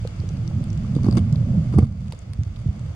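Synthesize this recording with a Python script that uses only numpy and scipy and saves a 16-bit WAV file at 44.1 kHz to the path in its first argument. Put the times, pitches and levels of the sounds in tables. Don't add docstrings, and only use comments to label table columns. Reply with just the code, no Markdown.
import sys
import numpy as np
from scipy import signal
from scipy.fft import rfft, irfft, next_fast_len
from scipy.io import wavfile
from scipy.ndimage import map_coordinates

SR = 44100
rng = np.random.default_rng(int(sys.argv[2]) if len(sys.argv) > 2 else 0)


def bounce(signal):
    frames = np.transpose(np.atleast_2d(signal))
    limited = np.clip(frames, -1, 1)
    pcm = np.round(limited * 32767).astype(np.int16)
    wavfile.write(sys.argv[1], SR, pcm)


N = 130095


def amp(db):
    return 10 ** (np.asarray(db) / 20)


def unit(x):
    return x / np.sqrt(np.mean(x ** 2) + 1e-20)


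def pan(db):
    return amp(np.array([[db], [-db]]) / 2)


def curves(rows):
    times, *columns = np.transpose(rows)
    return [np.interp(np.arange(N) / SR, times, column) for column in columns]


def wobble(rate):
    knots = rng.standard_normal(int(N * rate / SR) + 4)
    return map_coordinates(knots, [np.arange(N) * rate / SR])


def filtered(x, response):
    n = x.shape[-1]
    padded = next_fast_len(2 * n)
    spectrum = rfft(x, padded) * response(np.fft.rfftfreq(padded, 1 / SR))
    return irfft(spectrum, padded)[..., :n]


def noise(colour, side_db):
    f, db = np.transpose(colour)

    def response(hz):
        return amp(np.interp(np.log(hz + 1), np.log(f), db)) * (hz < f[-1])
    mid, side = filtered(rng.standard_normal((2, N)), response)
    side = amp(side_db) * side
    return unit(np.array([mid + side, mid - side]))


def add(track, s, sound):
    start = max(0, round(s * SR))
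    part = track[..., start:start + sound.shape[-1]]
    part += sound[..., :part.shape[-1]]


def gurgle(hz):
    pitch = hz * 2 ** (.17 * wobble(13) + .1 * wobble(70))
    return unit(amp(2.77 * wobble(32.13)) * np.sin(2 * np.pi * np.cumsum(pitch) / SR))


# t/s, relative level/dB
FLOW_STRENGTH = [(0, -24.5), (.17, -27), (.21, -24.5), (.42, -22), (.62, -21), (.74, -22.5), (.95, -19.5),
                 (1.13, -17), (1.26, -19), (1.42, -18), (1.6, -17.5), (1.7, -18.5), (1.84, -19.5),
                 (1.88, -24), (2.1, -24.5), (2.2, -34), (2.33, -27.5), (2.45, -29), (2.55, -29),
                 (2.7, -26.5), (2.84, -24), (2.95, -29)]
# f/Hz, relative density level/dB per Hz
SURGE_COLOUR = [(15, -28.5), (42, -2), (65, 6.5), (120, -39.5), (300, -64)]
RUMBLE_COLOUR = [(15, -10), (30, -25), (55, -20), (85, 3), (120, 0.5), (160, -8.5), (200, -16),
                 (270, -36.5), (400, -46), (800, -81.5)]
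CHURN_COLOUR = [(60, -13), (130, 2.5), (190, -0.5), (240, -2), (290, -21.5), (400, -28), (600, -24),
                (1200, -57.5)]
# centre f/Hz, level against the flow/dB
EDDIES = [(118, -6), (182, -10)]
FLOW_REF_DB = -20
SURGE_DB, CHURN_DB = -38, -10
CHURN_GROWS, EDDIES_GROW = 2.5, 1.6
LOW_PAN_DB = -2.5


def water():
    flow_db, = curves(FLOW_STRENGTH)
    effort_db = flow_db - FLOW_REF_DB
    surge = amp(SURGE_DB + 2.6 * wobble(7.6)) * noise(SURGE_COLOUR, side_db=-30)
    deep = amp(effort_db - 6.5 + 2.2 * wobble(12)) * noise(RUMBLE_COLOUR, side_db=-37)
    churn_db = CHURN_DB + CHURN_GROWS * effort_db + 2.0 * wobble(25.02)
    churn = amp(churn_db) * noise(CHURN_COLOUR, side_db=-21)
    eddies = amp(EDDIES_GROW * effort_db) * sum(amp(db) * gurgle(hz) for hz, db in EDDIES)
    return (surge + amp(FLOW_REF_DB) * (deep + eddies + churn)) * pan(LOW_PAN_DB)


# f/Hz, width/Hz, relative left level/dB, relative right level/dB
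HOUSING_MODES = [(1200, 393, 12, 3), (2197, 87, 0, 11), (2600, 1000, 1.5, -15), (3547, 120, -22.5, 8.5),
                 (4600, 315, 6.5, 4.5), (6300, 170, 4.5, -2.5), (7150, 410, -6.5, 1.5),
                 (8400, 110, -14.5, 3), (8510, 700, -9, 0.5), (15000, 1100, -67, -49.5)]
# f/Hz, relative level/dB
WALL_LOSS = [(9500, 7), (11000, 0), (13000, -5), (15500, -6)]


def housing(x):
    def response(f):
        modes = 0
        for k, (centre, width, left, right) in enumerate(HOUSING_MODES):
            resonance = 1j * f * width / (centre * centre - f * f + 1j * f * width)
            modes = modes + (-1) ** k * amp([[left], [right]]) * resonance
        return unit(modes * amp(np.interp(f, *np.transpose(WALL_LOSS))))
    return filtered(x, response)


# t/s, relative mid wash level/dB, relative hiss level/dB
BACKGROUND_COURSE = [(0.0, -51.5, -49.5), (0.54, -50, -51), (0.89, -51.5, -50), (1.13, -47, -50),
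                     (1.26, -50, -51.5), (1.68, -51, -50.5), (1.86, -56, -59), (2.12, -55, -54.5),
                     (2.34, -56, -56), (2.95, -50.5, -52.5)]
# f/Hz, relative density level/dB per Hz
WASH_COLOUR = [(120, -15), (270, 7), (330, 4), (385, -4), (480, 0.5), (680, -3), (950, -10), (1300, -9.5),
               (1800, -23), (3500, -68)]
HISS_COLOUR = [(500, -28.5), (1200, 7), (2100, 11), (3300, 9), (3900, 4.5), (4700, 5.5), (7000, 4),
               (9200, -3.5), (10500, -10), (12000, -46), (16000, -21)]
AIR_COLOUR = [(8000, -20), (10500, 5), (12200, -1), (16000, 0)]
AIR_DB = -32


def background():
    wash_db, hiss_db = curves(BACKGROUND_COURSE)
    wash = amp(wash_db + 4.0 + 0.44 * wobble(18)) * noise(WASH_COLOUR, side_db=-1) * pan(-0.61)
    direct = amp(-5.0) * noise(HISS_COLOUR, side_db=2.0)
    ringing = amp(-6.5) * unit(housing(noise(HISS_COLOUR, side_db=-3.0)))
    air = amp(AIR_DB) * noise(AIR_COLOUR, side_db=0)
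    return wash + amp(hiss_db) * (direct + ringing + air)


# f/Hz, level/dB
WHINE_TONES = [(2009, -75), (15734, -89)]


def whine():
    t = np.arange(N) / SR
    return sum(amp(db) * np.sin(2 * np.pi * hz * t) for hz, db in WHINE_TONES)


CRACK_T60_S, TAIL_T60_S = .007, .025
TAIL_DB, SCATTER_DB = -17, 9


def crack():
    t = np.arange(SR // 20) / SR
    decay = amp(-60 * t / CRACK_T60_S) + amp(TAIL_DB - 60 * t / TAIL_T60_S)
    scatter = rng.standard_normal((2, len(t))) * decay
    scatter = scatter / np.linalg.norm(scatter, axis=1, keepdims=True)
    burst = (t == 0) + amp(SCATTER_DB) * scatter
    burst = np.pad(burst, ((0, 0), (SR // 2000, 0)))
    return burst / np.linalg.norm(burst, axis=1, keepdims=True) * np.sqrt(10)


def tinted(x, hz, octaves, broad_db):
    def response(f):
        return amp(broad_db) + np.exp(-(np.log2((f + 1) / hz) / octaves) ** 2)
    y = filtered(x, response)
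    return 2 * y / np.linalg.norm(y, axis=1, keepdims=True)


# f/Hz, relative level/dB
SNAP_COLOUR = [(200, -20.5), (1000, -0.5), (4700, 3.5), (6500, -12.5), (9200, -7.5), (12500, -24.5),
               (15000, -23)]
SNAP_WIDTH_OCT, SNAP_BROAD_DB = 0.25, -39


def snap(crack_db, ring_db, hz):
    burst = crack()
    broad = filtered(burst, lambda f: amp(np.interp(f, *np.transpose(SNAP_COLOUR))))
    broad = 2 * broad / np.linalg.norm(broad, axis=1, keepdims=True)
    ring = tinted(burst, hz, SNAP_WIDTH_OCT, SNAP_BROAD_DB)
    return amp(crack_db) * broad + amp(ring_db) * ring


# t/s, relative crack level/dB, relative ring level/dB, ring f/Hz, left minus right/dB
REEF_SNAPS = [(.074, -25, -50, 8900, 7.5), (.2013, -36, -35, 4760, 4.5), (0.29, -33, -29, 6260, -1),
              (0.3703, -37.5, -41, 4680, -2), (0.4769, -34.5, -31, 5900, 8),
              (0.64, -32.5, -35.5, 9000, 2.5), (0.7027, -40.5, -32.5, 5800, -6),
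              (.73, -38, -36.5, 6580, 8.5), (0.775, -36.5, -39.5, 7100, 10.5),
              (1.3262, -29, -35, 6600, 2.5), (1.3578, -33, -38.5, 3700, 10.5), (2.082, -37, -50, 6900, -1),
              (2.1095, -55, -40, 6700, 3), (2.1227, -23, -35.5, 8830, -3), (2.131, -38, -45.5, 4200, 0.5),
              (2.1904, -51, -32.5, 7000, 5.5), (2.334, -28, -41, 8800, -1.5),
              (2.4341, -33.5, -34, 6400, -0.5), (2.561, -42, -34.5, 3350, -2),
              (2.794, -41, -39.5, 7140, 0.5)]
CRACKLE_PER_S, CRACKLE_FLOOR_DB = 90, -59


def reef():
    near, far = np.zeros((2, N)), np.zeros((2, N))
    for s, crack_db, ring_db, hz, pan_db in REEF_SNAPS:
        add(near, s, pan(pan_db) * snap(crack_db, ring_db, hz))
    for when, size, side in rng.random((int(CRACKLE_PER_S * N / SR), 3)):
        level_db = CRACKLE_FLOOR_DB + 9.5 * size ** 2
        add(far, when * N / SR, amp(level_db) * pan(8 * (side - .5)) * crack())
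    return near + housing(far)


# t/s, f/Hz, level before onset and decay/dB
BUBBLES_AND_KNOCKS = [(.0505, 487, -17.5), (.236, 440, -27.5), (.305, 415, -32), (.512, 750, -30),
                      (.848, 1200, -30), (0.9652, 283, -13.5), (.987, 990, -29.5), (1.346, 1030, -30.5),
                      (1.55, 544, -27), (2.123, 910, -28), (2.134, 493, -31.5), (2.682, 470, -40)]
DECAY_CYCLES, ONSET_S = 11.5, 0.00083


def bubbles_and_knocks():
    out, t = np.zeros(N), np.arange(SR // 10) / SR
    rise = 1 - np.exp(-t / ONSET_S)
    for s, hz, db in BUBBLES_AND_KNOCKS:
        decay = amp(db - 60 * t * hz / DECAY_CYCLES)
        add(out, s, decay * rise * np.sin(2 * np.pi * hz * t))
    return out * pan(-1.2)


# t/s, rms level/dB
HUM_COURSE = [(.08, -78), (.2, -51), (.33, -65), (.47, -47.5), (.65, -54.5), (.75, -45.5), (.81, -92)]
HUM_HZ = 332


def hum():
    level_db, = curves(HUM_COURSE)
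    pitch = HUM_HZ * (1 + .008 * wobble(10))
    return amp(level_db) * unit(np.sin(2 * np.pi * np.cumsum(pitch) / SR))


# t/s, relative level/dB, settling f/Hz
THUMP_EVENTS = [(0.196, -17.5, 89), (.609, -14, 127), (1.322, -13.5, 126), (1.406, -14, 118.6),
                (1.575, -13.5, 152), (1.76, -5, 115), (1.779, -2, 86), (1.825, -6.5, 98.3),
                (2.294, -21.5, 84), (2.389, -12, 80.3), (2.412, -19, 113.3), (2.465, -20, 89.6),
                (2.659, -12.5, 115), (2.686, -13.5, 80)]
THUMP_RISE_S, THUMP_T60_S = 0.01, 0.069
THUMP_EXTRA_HZ, THUMP_SAG_S = 66.1, 0.0049


def thumps():
    out, t = np.zeros(N), np.arange(SR // 6) / SR
    shape = (1 - np.exp(-t / THUMP_RISE_S)) * amp(-60 * t / THUMP_T60_S)
    for s, db, hz in THUMP_EVENTS:
        pitch = hz + THUMP_EXTRA_HZ * np.exp(-t / THUMP_SAG_S)
        add(out, s, amp(db) * shape / shape.max() * np.sin(2 * np.pi * np.cumsum(pitch) / SR))
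    return out * pan(LOW_PAN_DB)


# f/Hz, relative level/dB, t60/s
KNOCK_MODES = [(203, 10, 0.05), (310, 6.5, 0.022), (440, -5.5, 0.051), (736, -13, 0.028),
               (1152, -15, 0.028), (1440, -38.5, 0.059)]


def knock():
    t = np.arange(SR // 12) / SR
    ring = 0
    for k, (f, db, t60) in enumerate(KNOCK_MODES):
        decay = amp(db + rng.normal(0, 2.54) - 60 * t / t60)
        ring = ring + (-1) ** k * decay * np.sin(2 * np.pi * f * rng.normal(1, 0.049) * t)
    return ring * (1 - np.exp(-t / 0.00034))


SCRAPE_BODY_DB, SCRAPE_BODY_HZ = 8.5, 1390


def scrape(n):
    grains = rng.standard_normal((2, n)) * amp(4 * wobble(700)[:n])
    grains = filtered(grains, lambda f: 1 + amp(SCRAPE_BODY_DB) / (1 + (f / SCRAPE_BODY_HZ) ** 4))
    return unit(grains) * signal.windows.tukey(n, .5)


# t/s, relative knock level/dB, relative crack level/dB, brightest f/Hz
TOOTH_CONTACTS = [(0.951, -36, -35.5, 3600), (0.9634, -26.5, -40.5, 4700), (1.033, -34, -36, 5500),
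                  (1.044, -26, -37, 5000), (1.0648, -21.5, -36, 5130), (1.085, -20.5, -40.5, 4700),
                  (1.111, -46, -32.5, 4670), (1.1251, -29, -32.5, 4750), (1.136, -38, -41, 4700),
                  (1.153, -28.5, -34.5, 8900), (1.1701, -20, -25.5, 7000), (1.176, -21.5, -34, 4700),
                  (1.1823, -25.5, -28, 3280), (1.191, -27, -33.5, 2980), (1.739, -22, -47, 5000),
                  (1.762, -29, -47.5, 5070), (1.775, -24, -42.5, 4930), (1.785, -11.5, -26, 10160),
                  (1.79, -31, -29, 2300), (1.802, -34, -39.5, 3000), (1.808, -32, -48, 5050),
                  (1.823, -24.5, -48, 3830), (1.8295, -27, -44.5, 3740)]
# t/s, length/s, relative level/dB
TOOTH_SCRAPES = [(1.037, 0.029, -55), (1.063, .035, -57.5), (1.166, 0.021, -44.5), (1.717, 0.048, -55.5),
                 (1.787, 0.078, -61.5)]
CHIP_WIDTH_OCT, CHIP_BROAD_DB = 0.22, -7


def bites():
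    knocks, grit = np.zeros(N), np.zeros((2, N))
    for s, knock_db, crack_db, hz in TOOTH_CONTACTS:
        add(knocks, s, amp(knock_db) * knock())
        add(grit, s, amp(crack_db) * tinted(crack(), hz, CHIP_WIDTH_OCT, CHIP_BROAD_DB))
    for s, length, db in TOOTH_SCRAPES:
        add(grit, s, amp(db) * scrape(int(length * SR)))
    return knocks * pan(-2.6) + housing(grit)


def scene():
    ambience = water() + background() + whine() + reef()
    return ambience + bubbles_and_knocks() + hum() + thumps() + bites()


TOP_HZ = 16200


def record(dry):
    rounded = dry / (1 + np.abs(dry) ** 8) ** (1 / 8)
    return filtered(rounded, lambda hz: hz < TOP_HZ)


dry = scene()
out = record(dry)
bounce(out)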